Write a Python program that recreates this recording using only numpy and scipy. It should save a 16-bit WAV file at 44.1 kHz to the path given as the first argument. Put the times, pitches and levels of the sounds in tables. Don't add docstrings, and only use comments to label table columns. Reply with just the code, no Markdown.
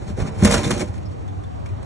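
import sys
import numpy as np
from scipy import signal
from scipy.fft import rfft, irfft, next_fast_len
from scipy.io import wavfile
from scipy.ndimage import uniform_filter1d

SR = 44100
rng = np.random.default_rng(int(sys.argv[2]) if len(sys.argv) > 2 else 0)


def transcribe(u):
    v = np.clip(np.atleast_2d(u).T, -1, 1)
    q = np.round(v * 32767).astype(np.int16)
    wavfile.write(sys.argv[1], SR, q)


def elevation(decibels):
    levels = np.asarray(decibels, float)
    return 10 ** (levels / 20)


N = 81585
SIZE = next_fast_len(N + SR // 2)
HZ = np.arange(SIZE // 2 + 1) * SR / SIZE + 1e-3
T = np.arange(N) / SR

# [f/Hz, level/dB per Hz]
STREET_COLOUR = [(28, -19), (55, 0), (97, -7), (140, -7.5), (300, -14.5), (800, -17), (1500, -34),
                 (3000, -44), (6500, -51.5), (10500, -55), (12000, -76.5)]
# [f/Hz, level/dB]
STREET_APART = [(40, -8.5), (300, -4), (800, -8), (1600, 0.5), (3000, -0.5), (4000, 1), (4800, -1.5),
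                (5500, -50.5), (7900, -44), (9200, -2), (10400, -22)]
STREET_DB, SWELL_DB, FLICKER_DB = -32, 0, 1.5
HUM_HZ, HUM_WIDTH_HZ, HUM_DB = 97.4, 28.8, -31.5

# [t/s, level/dB]
EFFORT = [(0, -48), (.10, -43), (.16, -51.5), (.185, -35), (.28, -35.5), (.31, -54), (.36, -44), (.41, -33),
          (.44, -22.5), (.56, -25), (.61, -30), (.72, -30), (.82, -30), (.86, -46), (1.0, -48.5),
          (1.15, -54.5), (1.3, -57)]
GRAINS_PER_S, GRAIN_SPREAD_DB = 2500, -0.5
RUMBLE_DB, RATTLE_DB, RING_DB = 5.5, 1.5, -30
# [t/s, level/dB, contact/ms]
THUDS = [(.104, -24, 2.3), (0.185, -24, 0.73), (0.202, -17, 2.8), (0.223, -12, 4), (0.254, -23, 2.8),
         (0.286, -21, 2.9), (0.427, -5, 2.45), (0.437, 4.5, 9.9), (0.448, -9, 0.84), (0.456, -18, 0.67),
         (0.459, -6.5, 6.8), (0.513, -30.5, 4.1), (0.544, -32, 1.7), (.559, -20.5, 0.63),
         (.590, -22.5, 0.45), (0.636, -30, 3.3), (.665, -17, 3), (0.672, -19.5, 1.6), (0.71, -24, 0.77),
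         (0.718, -15.5, 1.3), (0.764, -25.5, 1.4), (0.82, -23.5, 0.78), (0.83, -19, 1), (0.896, -28.5, 4.6)]
KNOCK_SPREAD_DB, KNOCK_DETUNE = 3, .04
# [t/s, level/dB, decay/ms, tilt/dB per octave]
CRACKS = [(0.174, -32, 110, -6), (0.197, -27, 98, -3.5), (0.252, -32, 250, -6.5), (0.423, -19, 29, -1.5),
          (0.434, -21.5, 17, 8.5), (0.4472, -10.5, 13, 6.5), (0.451, -14.5, 47, 1.5), (0.507, -19, 110, 2),
          (.522, -19.5, 33, 3), (.532, -18.5, 14, 15), (0.539, -8, 17, 1.5), (0.55, -15.5, 11, 2.5),
          (0.555, -17, 41, -2), (0.631, -23, 31, 1.5), (0.642, -27, 52, 4), (0.674, -27.5, 37, 4),
          (0.705, -14.5, 30.6, 2), (0.736, -29, 41, 2), (0.778, -32, 26, 7), (0.794, -26.5, 49, 3.5),
          (0.805, -26.5, 40, 0)]
CRACK_RISE_S, CRACK_GRAIN_DB = 0.0007, 3.3
# [t/s, click level/dB, f/Hz, decay/ms, ring over click/dB]
TICKS = [
    (0.64, -30.5, 3600, 42, -2),
    (0.811, -33, 2240, 35, -5.5),
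    (0.939, -39, 5780, 23, -24),
    (0.979, -38, 2320, 12, -15),
    (1.055, -56.5, 5100, 25, 11),
    (1.277, -45.5, 3530, 37, -8),
    (1.436, -46.5, 3440, 25, -7),
    (1.659, -38, 2300, 27, -8),
    (1.687, -46, 2350, 30, -9.5),
    (1.828, -41, 8160, 18, -18),
]
TICK_TILT_DB = 1.5

# [f/Hz, level/dB, t60/s]
CABINET = [(60.8, -15, 0.36), (90.4, -15, 0.22), (138.8, -11, 0.061), (167.5, -9.5, 0.2),
           (213.7, -0.5, 0.16), (252.2, -5, 0.14), (311.6, -5.5, 0.078), (364, 4, 0.05), (473.8, -6, 0.18),
           (592.7, -7.5, 0.17), (628, -14, 0.068), (823, -15.5, 0.1), (942, -8, .1), (1061, -10.5, 0.13)]
# [f/Hz, level/dB, t60/s]
CHUTE = [(1070, -2, .025), (1560, -1, .03), (1700, -3, .03), (2120, -1, .035), (2520, -3, .03),
         (3300, -6, .015), (5900, -4, .015), (6800, -4, .015)]
# [f/Hz, level/dB per Hz]
PLASTIC = [(250, -24.5), (450, 2.5), (1000, -3.5), (2300, -14), (3500, -19.5), (6300, -18), (9300, -24),
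           (10300, -21), (11800, -38)]

# [f/Hz, level/dB]
NEAR_APART = [(30, -28), (350, -35.5), (800, -0.5), (1800, -18), (2800, -1), (4000, 1), (4500, -7.5),
              (5400, -39), (7900, -41), (9000, 0.5), (10400, -9.5)]
SCATTER_T60_S = 0.053
# [f/Hz, lag/cycles]
NEAR_LAG = [(0, 0), (520, .15), (720, .27), (1030, .87), (1550, 1)]
# [f/Hz, lag/cycles]
STREET_LAG = [(0, .1), (260, .43), (700, .5), (1300, .56), (1900, .97)]
# [f/Hz, lag/cycles]
PORT_LAG = [(2250, 1.04), (2700, 1.5), (3050, 1.55), (3900, 2), (4150, 2.02), (4600, 2.5), (5000, 2.6),
            (5350, 3), (7800, 3), (10200, 3.5)]
# [f/Hz, left minus right/dB]
NEAR_SHADE = [(170, 0), (350, -2.5), (780, -14), (1150, -7), (1700, 0), (2600, 5), (3450, -2), (4500, 3),
              (5400, 0)]
# [f/Hz, left minus right/dB]
STREET_SHADE = [(170, .5), (550, -3), (1500, -1), (3000, 0)]

LOW_CUT_HZ, TOP_HZ, CEILING = 63, 11800, 1.7
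PATCHY_S, PATCHY_LENGTH_S, PATCH_BAND_HZ = 1.52, .2, 90
DROP_DB, DROPS_PER_S = -40, 18
# [from f/Hz, to f/Hz, readiness]
MID_DROPS = [(4600, 4800, 0), (4800, 5000, .9), (5000, 5150, -.1), (4000, 4300, -1.6), (3050, 3350, -1.5),
             (2700, 2850, -1.7), (9300, 9650, -.7), (9650, 10000, .2)]
# [from f/Hz, to f/Hz, readiness]
SIDE_DROPS = [(3850, 4150, .2), (4150, 4400, -.8), (1750, 2000, -.5), (11300, 11700, 0), (11700, 12200, .9)]
# [t/s, length/s, up to f/Hz, level/dB]
TOP_OPEN = [
    (0.168, .04, 10800, -2.5),
    (0.366, .07, 10800, -1),
    (0.436, .03, 11800, -9),
    (0.496, .075, 10940, -5.5),
    (0.604, .03, 11230, -7),
    (.79, 0.027, 10800, -18),
    (.815, .012, 11800, -7),
]
# [t/s, length/s]
SIDE_OPEN = [
    (.395, .07),
    (.603, .025),
    (.693, .052),
    (.812, .025),
]
SIDE_OPEN_DB, SHARED_TOP_HZ = -14, 10160


def level(x, db):
    return x * elevation(db) / np.sqrt(np.mean(x ** 2))


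def curve(points):
    hz, db = np.array(points, float).T
    return elevation(np.interp(np.log(HZ), np.log(hz), db))


def shape(x, gain):
    return irfft(rfft(x, SIZE) * gain, SIZE)[..., :N]


def between(lo_hz, hi_hz):
    return (HZ >= lo_hz) & (HZ < hi_hz)


def resonance(hz, width_hz):
    return 1 / (1 + ((HZ - hz) / (width_hz / 2)) ** 2)


def tilt(db_per_octave, floor):
    return elevation(db_per_octave * np.log2(HZ / 3000 + floor))


def ring(x, modes):
    out = 0
    for hz, db, t60 in modes:
        pole = np.exp(2j * np.pi * hz / SR - np.log(1000) / (t60 * SR))
        out = out + elevation(db) * signal.lfilter([1], [1, -pole], x).imag
    return out


def walk(rate):
    k = int(SR / rate)
    held = np.repeat(rng.standard_normal(N // k + 1), k)
    return 1.1 * uniform_filter1d(uniform_filter1d(held, k), k)[:N]


def burst(start, decay_ms, rise_s):
    t = np.maximum(T - start, 0)
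    return (1 - np.exp(-t / rise_s)) * elevation(-20 * t / (decay_ms / 1000))


def gate(start, length):
    return np.clip(np.minimum(T - start, start + length - T) / .005, 0, 1)


def traffic():
    out, swell = 0, SWELL_DB * walk(9.4)
    colour, apart = curve(STREET_COLOUR), curve(STREET_APART)
    for hz in 30 * 2 ** np.arange(0, 9, 1 / 3):
        band = colour * np.exp(-.5 * (np.log2(HZ / hz) / .17) ** 2)
        mid, side = rng.standard_normal((2, N))
        mid, side = shape(mid, band), shape(side, band * apart)
        out = out + elevation(swell + FLICKER_DB * walk(8.78)) * np.array([mid + side, mid - side])
    return level(out, STREET_DB)


def compressor():
    mid, side = shape(rng.standard_normal((2, N)), resonance(HUM_HZ, HUM_WIDTH_HZ))
    return level(mid, HUM_DB) + level(side, HUM_DB - 6) * np.array([[1], [-1]])


def tumble():
    chance, sign, size = rng.random((N, 3)).T
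    contacts = (chance < GRAINS_PER_S / SR) * np.sign(sign - .5)
    grains = contacts * elevation(-GRAIN_SPREAD_DB * np.log(size + 1e-9))
    grains = grains * elevation(3.46 * walk(60.37))
    rattle = level(shape(grains, curve(PLASTIC)), RATTLE_DB)
    chute = level(ring(grains, CHUTE), RING_DB)
    rumble = level(ring(grains, CABINET), RUMBLE_DB)
    return elevation(np.interp(T, *np.array(EFFORT).T)) * (rattle + chute + rumble)


def thuds():
    out = np.zeros(N)
    for s, db, ms in THUDS:
        part = slice(int((s - .02) * SR), int((s + .4) * SR))
        push = elevation(db) / ms * np.exp(-.5 * ((T[part] - s) / (ms / 4000)) ** 2)
        spot = rng.standard_normal((len(CABINET), 2))
        modes = [(hz * (1 + KNOCK_DETUNE * a), g + KNOCK_SPREAD_DB * b, t60)
                 for (hz, g, t60), (a, b) in zip(CABINET, spot)]
        out[part] += ring(push, modes)
    return 0.029 * out


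def cracks():
    colour, out = curve(PLASTIC), 0
    for s, db, ms, tilt_db in CRACKS:
        grainy = rng.standard_normal(N) * elevation(CRACK_GRAIN_DB * walk(450))
        noise = shape(grainy, colour * tilt(tilt_db, 0.15))
        out = out + level(noise, db) * burst(s, ms, CRACK_RISE_S)
    return out + 0.0068 * elevation(RING_DB) * ring(out, CHUTE)


def ticks():
    colour, out = curve(PLASTIC) * tilt(TICK_TILT_DB, 0.27), 0
    for s, db, hz, ms, tone_db in TICKS:
        tone = shape(rng.standard_normal(N), resonance(hz, 0.1 * hz))
        click = shape(rng.standard_normal(N), colour)
        out = out + level(tone, db + tone_db) * burst(s, ms, .0004)
        out = out + level(click, db) * burst(s, 0.76 * ms, 0.00038)
    return out


def scatter(near):
    lag = np.arange(4096) / SR
    paths = level(rng.standard_normal(4096) * elevation(-60 * lag / SCATTER_T60_S), -36)
    side = shape(near, rfft(paths, SIZE) * curve(NEAR_APART))
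    return np.array([near + side, near - side])


def ports(pair, lag, shade):
    shifted = np.exp(-2j * np.pi * np.interp(HZ, *np.array(lag + PORT_LAG).T))
    return np.array([shape(pair[0], shifted * curve(shade)), pair[1]])


def scene():
    near = thuds() + cracks() + ticks() + tumble()
    near = ports(scatter(near), NEAR_LAG, NEAR_SHADE)
    return near + ports(traffic() + compressor(), STREET_LAG, STREET_SHADE)


def drop(x, bands):
    spectrum = rfft(x, SIZE)
    for lo_hz, hi_hz, ready in bands:
        muted = np.clip(4 * (1.4 * walk(DROPS_PER_S) + ready), 0, 1)
        band = irfft(spectrum * between(lo_hz, hi_hz), SIZE)[:N]
        x = x - (1 - elevation(DROP_DB * muted)) * band
    return x


def low_patches():
    patchy = np.exp(-.5 * ((T - PATCHY_S) / PATCHY_LENGTH_S) ** 2)
    return [(hz, hz + PATCH_BAND_HZ, 3 * patchy - 2.9 - abs(hz - 600) / 900)
            for hz in np.arange(170, 1400, PATCH_BAND_HZ)]


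def low_pass(x):
    return signal.sosfilt(signal.butter(12, 12130, fs=SR, output="sos"), x)


def record(dry):
    s = 1j * HZ / LOW_CUT_HZ
    x = shape(dry, s * s / (s * s + 1.17 * s + 1))
    x = shape(CEILING * np.tanh(x / CEILING), 1 / (1 + (HZ / TOP_HZ) ** 60))
    mid, side = (x[0] + x[1]) / 2, (x[0] - x[1]) / 2
    mid = drop(mid, MID_DROPS + low_patches())
    side = drop(side, SIDE_DROPS)
    top = 0
    for start, length, hz, db in TOP_OPEN:
        top = top + elevation(db) * gate(start, length) * shape(side, between(SHARED_TOP_HZ, hz))
    shifted = shape(mid, between(5300, 8200) * np.exp(1j * HZ / 300))
    side = side + elevation(SIDE_OPEN_DB) * shifted * sum(gate(*span) for span in SIDE_OPEN)
    mid = shape(mid, between(0, SHARED_TOP_HZ)) + top
    mix = np.clip([mid + side, mid - side], -.95, .95)
    return low_pass(mix)


dry = scene()
out = record(dry)
transcribe(out)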